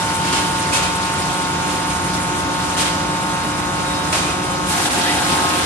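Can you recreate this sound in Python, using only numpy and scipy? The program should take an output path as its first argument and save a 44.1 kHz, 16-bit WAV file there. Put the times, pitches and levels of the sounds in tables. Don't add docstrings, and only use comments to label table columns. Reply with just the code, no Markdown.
import sys
import numpy as np
from scipy import signal
from scipy.io import wavfile

SR = 44100
rng = np.random.default_rng(int(sys.argv[2]) if len(sys.argv) > 2 else 0)


def inscribe(sig):
    pcm = np.round(np.clip(np.atleast_2d(sig).T, -1, 1) * 32767)
    wavfile.write(sys.argv[1], SR, pcm.astype(np.int16))


N = 249295
TIME = np.arange(N) / SR

# multiple of the pump cycle, level/dB, change under load/dB, left-right/dB
PUMP_PARTIALS = [(1, -43, -7, 0), (2, -45, -4, 4), (3, -34, -7, -1), (5, -36.5, 3, -1), (9, -43, 5, 0),
                 (10, -45, -5, -1), (11, -44, 3, -3), (12, -35, 2, -11), (14, -42, 2, 1), (15, -28, -2, 0),
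                 (16, -40, -3, -11), (17, -42, 0, 3), (18, -32, -2, 5), (19, -39, -7, -7), (20, -40, -4, 1),
                 (21, -33.5, .5, -1), (22, -42, 3, -11), (23, -44, -1, -10), (24, -35, -2, -4),
                 (25, -44, -3, -11), (26, -47, -7, -1), (27, -41, -1, -7), (30, -42, 0, -3),
                 (32, -50, -7, -8), (33, -46, 5, -5), (35, -49, -7, -1), (36, -48, 4, 3), (37, -51, 0, 0),
                 (39, -46, -1, -2), (42, -45, 1, -5), (45, -47, 5, -1)]
PARTIAL_TRENDS = {5: 1.2, 9: 2, 21: 1.3, 24: -.9}
# t/s, level/dB
MAIN_WHINE = [(0.0, 4), (2.08, 0.5), (3.32, 2), (3.6, -2), (3.95, 0.5), (4.3, -3), (4.62, -1), (4.71, -5),
              (4.77, -1), (4.84, -15), (5.0, 1.5), (5.13, 4), (5.25, -5), (5.4, 9.5), (5.53, -3),
              (5.65, -11)]
# multiple of the pump cycle, level/dB
SIZZLE_PARTIALS = [(48, -47.5), (51, -48.5), (54, -50), (57, -51), (60, -45), (63, -47), (66, -48),
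                   (69, -52), (72, -48), (75, -47), (78, -51), (81, -53), (84, -49), (87, -48), (90, -53),
                   (93, -50), (99, -51), (102, -49), (105, -48), (108, -47)]
# f/Hz, level/dB
SIDE_DRONES = [(68, -50), (87.7, -41.5), (99.6, -46), (147.5, -46.5), (155.7, -41), (260, -46.5),
               (293.6, -41.5), (355.6, -42), (379.8, -45.5), (519.5, -44.5), (559.7, -48), (739.4, -41.5),
               (799.5, -45), (859.4, -65), (1399.3, -44)]
# f/Hz, width/Hz, level/dB
FRAME_RESONANCES = [(62.3, 19, -44), (148, 13.4, -39.5), (183, 21, -37.5), (294.3, 31, -41),
                    (544, 26, -42.5)]
# f/Hz, level/(dB per Hz)
RUMBLE_SPECTRUM = [(25, -66), (42, -77), (62, -56.5), (100, -56), (175, -54), (240, -57), (320, -55.5),
                   (500, -63), (850, -59.5), (1250, -61.5), (2000, -69.5), (5000, -84.5)]
HISS_SPECTRUM = [(300, -103), (1000, -63), (1800, -64), (2600, -64.5), (4000, -65.5), (6000, -68),
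                 (8700, -67), (10000, -89.5), (12500, -79.5)]
AIR_SPECTRUM = [(500, -59.5), (800, -57), (1300, -57.5), (1800, -60.5), (2600, -57.5), (4500, -59.5),
                (6500, -59.5), (9000, -59.5), (10500, -70), (12500, -78)]
SPRAY_SPECTRUM = [(600, -86), (1600, -61.5), (2500, -59.5), (4000, -60), (6000, -64.5), (8700, -63),
                  (10000, -75), (12500, -73.5)]
GROAN_SPECTRUM = [(350, -72), (480, -53.5), (650, -62.5), (850, -52), (1100, -65), (1500, -56), (3000, -91)]
# start t/s, end t/s, f/Hz, level/dB
PUMP_SQUEALS = [(0, .7, 3100, -42), (3.76, 4.15, 3778, -38)]
# t/s, level/dB, opening/s, blowing/s, tilt/dB (added to treble, taken off bass),
# pipe f/Hz, pipe level/dB
VALVE_BLASTS = [(.235, -11, 0.013, 0.06, -5, 3000, -38), (0.323, -5, 0.007, 0.07, -5, 3040, -29),
                (.545, -19, .01, 0.03, 7, 3070, -51), (.72, -0.5, 0.015, 0.052, 0.5, 2530, -24.5),
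                (.822, -10, 0.0073, .036, -8, 2480, -27), (1.695, -14.5, .009, .036, 4, 2550, -55),
                (1.89, -11, .013, .031, 1, 2550, -55), (2.13, -17, .01, .03, 9, 2550, -55),
                (2.764, -0.7, 0.026, 0.055, 1, 3150, -28), (2.85, -14, 0.009, 0.03, -10, 3160, -29),
                (4.124, -2, 0.0044, 0.055, -2, 2490, -32), (4.22, -15.5, .01, 0.1, -8, 2380, -31)]
# t/s, level/dB
STEEL_KNOCKS = [(0.333, -4), (.724, -4), (.757, 0), (.83, -7), (2.769, -5), (2.797, -1), (2.865, -2),
                (2.912, -11), (4.128, -3), (4.182, -2)]
# f/Hz, level/dB, t60/s
STEEL_RINGS = [(1110, -36, .06), (1840, -35, 0.061), (2190, -34, 0.049), (2410, -31, .08),
               (3210, -31, 0.043), (3870, -37, .09), (4480, -30, .07), (5120, -35, .07), (6450, -35, .06)]
# f/Hz, width/Hz, level/dB
LOG_RESONANCES = [(254, 18, -36.5), (299, 20, -36), (347, 13, -42), (712.6, 9.5, -33), (785, 16, -36),
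                  (848, 19, -40), (884, 35, -31), (1024, 25, -43), (1414, 20, -37), (1627, 45, -33)]
# t/s, half length/s, extra groan/dB, extra boom/dB, extra chips/dB
TOOTH_SURGES = [(4.8, .045, 1, 3, -1), (4.995, 0.02, 2, 7, 4), (5.095, 0.048, 0, 3, 3),
                (5.18, .035, 0.5, 4, -2.5), (5.308, 0.036, -0.5, 5.5, 1), (5.386, .045, 0.5, 5, -1),
                (5.556, 0.048, -2.5, 3, 0)]
# t/s, f/Hz, level/dB
BLADE_PITCH = [(4.66, 880, -54), (4.71, 868, -29), (4.8, 846, -37), (4.88, 800, -39), (4.98, 850, -38),
               (5.1, 833, -40), (5.24, 849, -32), (5.35, 825, -41), (5.45, 851, -38), (5.59, 848, -34),
               (5.65, 838, -34)]
# multiple of its pitch, level/dB
GROWL_PARTIALS = [(4, -37), (5, -41), (8, -41), (9, -39), (10, -34), (11, -34), (14, -40), (16, -39),
                  (18, -37), (20, -39), (21, -37), (24, -41)]
# f/Hz, correlation
SIDE_LIKENESS = [(60, 0.88), (180, 0.85), (350, 0.77), (700, 0.28), (1400, 0.076), (2800, 0.082),
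                 (5500, -0.21), (9000, 0.0083)]
# f/Hz, left-right/dB
SIDE_LEAN = [(60, 2), (160, 1), (1000, 2), (2000, -1.5), (4000, -0.5), (8000, 0.5), (12000, 2.5)]
# f/Hz, lead/rad
SIDE_LEAD = [(60, 0), (430, -0.56), (720, -1.68), (900, 0.78), (1080, 1), (1260, 2.0), (1440, 1.22),
             (1800, 2), (2330, 1.0), (3500, 1.5), (5000, 4.5)]

IDLE_HZ, LOADED_HZ = 59.97, 59.8
MAIN_ORDER, UPPER_ORDERS, HUM_ORDER = 15, (18, 21), 5
UPPER_LOAD_DB, PEAK_S, PEAK_HALF_S, PEAK_DB = -4, 5.45, 0.21, 11
HUM_DB, HUM_WAVER_DB, HUM_WAVER_HZ = 1.5, 1.3, 7
BITE_S, BITE_RISE_S, GROAN_RISE_S, BOOM_RISE_S, LOAD_RISE_S = 4.645, 0.062, 0.14, 0.16, 0.358
SPRAY_DB, GROAN_DB, BOOM_DB = -0.54, -2, -2.5
BOOM_TOP_HZ = 400
SKIP_S, SKIP_HALF_S, SKIP_DEPTH = 4.893, 0.0088, 0.7
GROWL_HZ, GROWL_S, GROWL_HALF_S = 179.2, 5.085, 0.06
CUTOFF_HZ = 12700
LEFT_RIGHT = np.array([[1], [-1]])


def from_db(db):
    return np.exp(np.asarray(db) * (np.log(10) / 20))


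def in_time(rows):
    s, *columns = np.transpose(rows)
    return [np.interp(TIME, s, column) for column in columns]


def at_hz(points, hz):
    f, value = np.transpose(points)
    return np.interp(np.log(hz), np.log(f), value)


def ramp(start_s, rise_s):
    return np.clip((TIME - start_s) / rise_s, 0, 1)


def fall(start_s, decay_s):
    return np.exp(-np.clip((TIME - start_s) / decay_s, 0, 20))


def swell(s, half_s):
    return np.exp(-np.minimum(((TIME - s) / half_s) ** 2, 50))


def drift(rate_hz):
    r = np.exp(-200 * np.pi * rate_hz / SR)
    draws = rng.standard_normal(N // 100 + 1002)
    slow = signal.lfilter([1], [1, -2 * r, r * r], draws)[1000:]
    return np.interp(np.arange(N) / 100, np.arange(len(slow)), slow / slow.std())


def random_phase():
    return rng.uniform(0, 2 * np.pi)


def filtered(x, kind, hz, order=1):
    return signal.sosfilt(signal.butter(order, hz, kind, fs=SR, output="sos"), x)


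def banded_noise(spectrum, flicker_db):
    out, edges = np.zeros((2, N)), np.geomspace(34, 13500, 21)
    white = rng.standard_normal((2, 2, N)) * np.sqrt(SR / 2)
    for k, (low, high) in enumerate(zip(edges, edges[1:])):
        if spectrum[0][0] >= high or low >= spectrum[-1][0]:
            continue
        hz = np.sqrt(low * high)
        mid, side = filtered(white[k % 2], "band", [low, high], 2)
        alike = at_hz(SIDE_LIKENESS, hz)
        lean_db = at_hz(SIDE_LEAN, hz) * LEFT_RIGHT / 2
        gain = from_db(at_hz(spectrum, hz) + flicker_db * drift(21.0) + lean_db)
        out += gain * (np.sqrt((1 + alike) / 2) * mid + np.sqrt((1 - alike) / 2) * side * LEFT_RIGHT)
    return out


def ringing_noise(hz, width_hz):
    r, alike = np.exp(-np.pi * width_hz / SR), at_hz(SIDE_LIKENESS, hz)
    poles = [1, -2 * r * np.cos(2 * np.pi * hz / SR), r * r]
    mid, side = signal.lfilter([1, 0, -1], poles, rng.standard_normal((2, N)))
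    out = np.sqrt(1 + alike) * mid + np.sqrt(1 - alike) * side * LEFT_RIGHT
    return out / out.std()


def wandering(x, share, rate_hz):
    clock = np.arange(N) + share * SR / (2 * np.pi * rate_hz) * drift(rate_hz)
    return np.array([np.interp(clock, np.arange(N), side) for side in x])


def tone(phase, hz, level_db, pan_db):
    lead = at_hz(SIDE_LEAD, hz) * LEFT_RIGHT / 2
    sides = from_db(pan_db * LEFT_RIGHT / 2)
    angle = (phase - 2 * np.pi * np.floor(phase / (2 * np.pi)) + lead).astype(np.float32)
    return 2 * sides / np.linalg.norm(sides) * from_db(level_db) * np.sin(angle)


def pump(cycle, load, waver_db=0.5, strain=0.55, shudder_db=1.6):
    bite, peak = ramp(BITE_S, BITE_RISE_S), swell(PEAK_S, PEAK_HALF_S)
    whine_db, = in_time(MAIN_WHINE)
    upper_db = UPPER_LOAD_DB * load + PEAK_DB * peak
    upper_db += waver_db * drift(2.4) + shudder_db * bite * drift(9.1)
    hum_db = HUM_DB + HUM_WAVER_DB * drift(HUM_WAVER_HZ)
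    swells = {MAIN_ORDER: whine_db, HUM_ORDER: hum_db, **dict.fromkeys(UPPER_ORDERS, upper_db)}
    struggle = bite * (1 - peak)
    shake = drift(11) * struggle * strain / MAIN_ORDER
    out = np.zeros((2, N))
    for order, level_db, load_db, pan_db in PUMP_PARTIALS:
        scatter = 2.4 if order % 3 or order < 12 else 1.3
        phase = order * (cycle + shake) + scatter * rng.uniform(-0.76, 1)
        swell_db = swells.get(order, waver_db * drift(1.6))
        trend_db = PARTIAL_TRENDS.get(order, 0) * (TIME - BITE_S / 2) * (1 - load)
        out += tone(phase, order * IDLE_HZ, level_db + swell_db + trend_db + load * load_db, pan_db)
    return out * (1 + 0.05 * np.cos(cycle / 3) + 0.12 * np.cos(2 * cycle / 3))


def pump_rattle(cycle, level_db=-41.0, ring_hz=2700, width_hz=1900, sharpness=14, delay_turns=0.11):
    gate = np.exp(sharpness * (np.cos(cycle - 2 * np.pi * delay_turns) - 1))
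    band = [ring_hz - width_hz / 2, ring_hz + width_hz / 2]
    ticks = filtered(gate * rng.standard_normal((2, N)), "band", band, 2)
    return from_db(level_db) * ticks / ticks.std()


def pump_sizzle(cycle, load, load_db=2, waver_db=1.5, pan_db=-3):
    out = np.zeros((2, N))
    for order, level_db in SIZZLE_PARTIALS:
        moving_db = level_db + load_db * load + waver_db * drift(1.0)
        out += tone(order * cycle + random_phase(), order * IDLE_HZ, moving_db, pan_db)
    return out


def side_drones(waver_db=3.5, slip_rad=0.13):
    out = np.zeros((2, N))
    for hz, level_db in SIDE_DRONES:
        phase = 2 * np.pi * hz * TIME + slip_rad * drift(2.2) + random_phase()
        out += tone(phase, hz, level_db + waver_db * drift(3.6), 0)
    return out


def frame(load, load_db=-4):
    modes = sum(from_db(level_db) * ringing_noise(hz, width_hz) for hz, width_hz, level_db in FRAME_RESONANCES)
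    return from_db(load_db * load) * modes + banded_noise(RUMBLE_SPECTRUM, flicker_db=1.1)


def blade_hiss(level_db=-1.2, waver_db=0.6, fade_db_per_s=0.66):
    moving_db = level_db - fade_db_per_s * (TIME - BITE_S / 2) + waver_db * drift(4.9)
    return from_db(moving_db) * banded_noise(HISS_SPECTRUM, flicker_db=1.7)


def pump_squeals(waver_db=2):
    out = np.zeros((2, N))
    for start, end, hz, level_db in PUMP_SQUEALS:
        progress = np.clip((TIME - start) / (end - start), 0, 1)
        sine = tone(2 * np.pi * hz * TIME + drift(1.5), hz, level_db + waver_db * drift(8), 0)
        out += sine * np.sqrt(np.abs(np.sin(np.pi * progress)))
    return out


def air_blasts(shut_s=0.021, shed_t60=0.67, shed_db=1.5, pivot_hz=4000, tail_cut_hz=8000,
               sputter_db=-0.3, spit=1.0, spit_s=0.0085):
    air = banded_noise(AIR_SPECTRUM, flicker_db=-0.5)
    dull = filtered(air, "low", pivot_hz)
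    low, high = np.zeros(N), np.zeros(N)
    for s, level_db, open_s, blow_s, tilt_db, *_ in VALVE_BLASTS:
        flow = ramp(s, open_s) * fall(s + blow_s, shut_s) * (1 + spit * fall(s, spit_s))
        low += from_db(level_db - tilt_db) * flow
        high += from_db(level_db + tilt_db) * flow
    jet = (dull * low + (air - dull) * high) * from_db(sputter_db * drift(61))
    keep = from_db(-120 / (shed_t60 * SR))
    tail = np.sqrt(signal.lfilter([1 - keep], [1, -keep], low * high))
    echo = filtered(np.roll(air, SR, axis=1), "low", tail_cut_hz)
    return jet + from_db(shed_db) * tail * echo


def valve_pipes(strike_s=0.005, ring_s=0.044, width_hz=380, whistle_db=-5, waver_hz=100, waver_rate_hz=60):
    out = np.zeros((2, N))
    for s, _, _, blow_s, _, pipe_hz, pipe_db in VALVE_BLASTS:
        half_blow = blow_s * 0.5
        ring = ramp(s, strike_s) * fall(s + half_blow, ring_s + half_blow)
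        phase = 2 * np.pi * np.cumsum(pipe_hz + waver_hz * drift(waver_rate_hz)) / SR
        whistle = tone(phase, pipe_hz, whistle_db, 0)
        out += from_db(pipe_db) * ring * (whistle + 0.6 * ringing_noise(pipe_hz, width_hz))
    return out


def knocks(rattle_s=0.053, rattles_per_s=420, rattle_db=-9, crack_db=-18.0, crack_s=0.003):
    strikes, chatter, crack = np.zeros(N), np.zeros(N), np.zeros(N)
    for s, level_db in STEEL_KNOCKS:
        start, gain = int(s * SR), from_db(level_db)
        since = TIME[:N - start]
        strikes[start] = gain
        chatter[start:] += gain * np.exp(-np.minimum(since / rattle_s, 20))
        crack[start:] += gain * np.exp(-np.minimum(since / crack_s, 20))
    clicks = strikes + from_db(rattle_db) * chatter * (rng.random(N) < rattles_per_s / SR)
    out = from_db(crack_db) * filtered(crack * rng.standard_normal((2, N)), "band", [1200, 6000])
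    for hz, level_db, t60 in STEEL_RINGS:
        r, w = from_db(-60 / (t60 * SR)), 2 * np.pi * hz / SR
        hits = clicks * rng.choice([-1, 1], (2, N)) + 1e-18
        out += from_db(level_db) * signal.lfilter([0, np.sin(w)], [1, -2 * r * np.cos(w), r * r], hits)
    return out


def log_cut(flutter_db=0.25, wander=0.0125, tear_db=1.5, tear_hz=90, dust_hz=4500, dust_db=3, dust_s=0.28):
    grip = ramp(BITE_S, BITE_RISE_S) * (1 - SKIP_DEPTH * swell(SKIP_S, SKIP_HALF_S))
    teeth = ramp(BITE_S, GROAN_RISE_S)
    dig_db, heave_db, chips_db = sum(np.outer(extra_db, swell(s, half_s))
                                     for s, half_s, *extra_db in TOOTH_SURGES)
    grain_db = 1.5 * drift(18)
    tearing_db = tear_db * drift(tear_hz)
    groan = grip * teeth * from_db(GROAN_DB + dig_db + tearing_db)
    boom = grip * ramp(BITE_S, BOOM_RISE_S) * from_db(BOOM_DB + heave_db + grain_db)
    sawdust = banded_noise(SPRAY_SPECTRUM, flicker_db=1.64)
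    coarse = filtered(sawdust, "low", dust_hz)
    dust = (sawdust - coarse) * from_db(dust_db * swell(BITE_S, dust_s))
    chips = coarse * teeth * from_db(chips_db + tearing_db)
    out = grip * from_db(SPRAY_DB + flutter_db * drift(14)) * (dust + chips)
    for hz, width_hz, level_db in LOG_RESONANCES:
        force = boom if hz < BOOM_TOP_HZ else groan
        out += from_db(level_db) * force * wandering(ringing_noise(hz, width_hz), wander, 3)
    return out + groan * banded_noise(GROAN_SPECTRUM, flicker_db=3.5)


def blade_note(waver_hz=14, rough_db=3):
    note_hz, note_db = in_time(BLADE_PITCH)
    phase = 2 * np.pi * np.cumsum(note_hz + waver_hz * drift(12.15)) / SR
    return ramp(BITE_S, BITE_RISE_S) * tone(phase, note_hz.mean(), note_db + rough_db * drift(27), 0)


def drive_growl(rest=0.23, jitter_rad=0.13, rough_db=3.5):
    cycle = 2 * np.pi * GROWL_HZ * TIME + jitter_rad * drift(8)
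    growl = np.zeros((2, N))
    for order, level_db in GROWL_PARTIALS:
        growl += tone(order * cycle + random_phase(), order * GROWL_HZ, level_db + rough_db * drift(22), 0)
    return growl * (rest * ramp(BITE_S, LOAD_RISE_S) + swell(GROWL_S, GROWL_HALF_S))


def scene(pump_db=-0.46):
    load = ramp(BITE_S, LOAD_RISE_S)
    cycle = 2 * np.pi * np.cumsum(IDLE_HZ + load * (LOADED_HZ - IDLE_HZ)) / SR
    hydraulics = from_db(pump_db) * pump(cycle, load) + pump_rattle(cycle) + pump_sizzle(cycle, load)
    idling = side_drones() + frame(load) + blade_hiss() + pump_squeals()
    valves = air_blasts() + valve_pipes() + knocks()
    cutting = log_cut() + blade_note() + drive_growl()
    return hydraulics + idling + valves + cutting


def record(dry, low_cut_hz=46):
    thin = filtered(dry, "high", low_cut_hz, 4)
    return signal.sosfilt(signal.ellip(10, 0.2, 90, CUTOFF_HZ, fs=SR, output="sos"), thin)


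dry = scene()
out = record(dry)
inscribe(out)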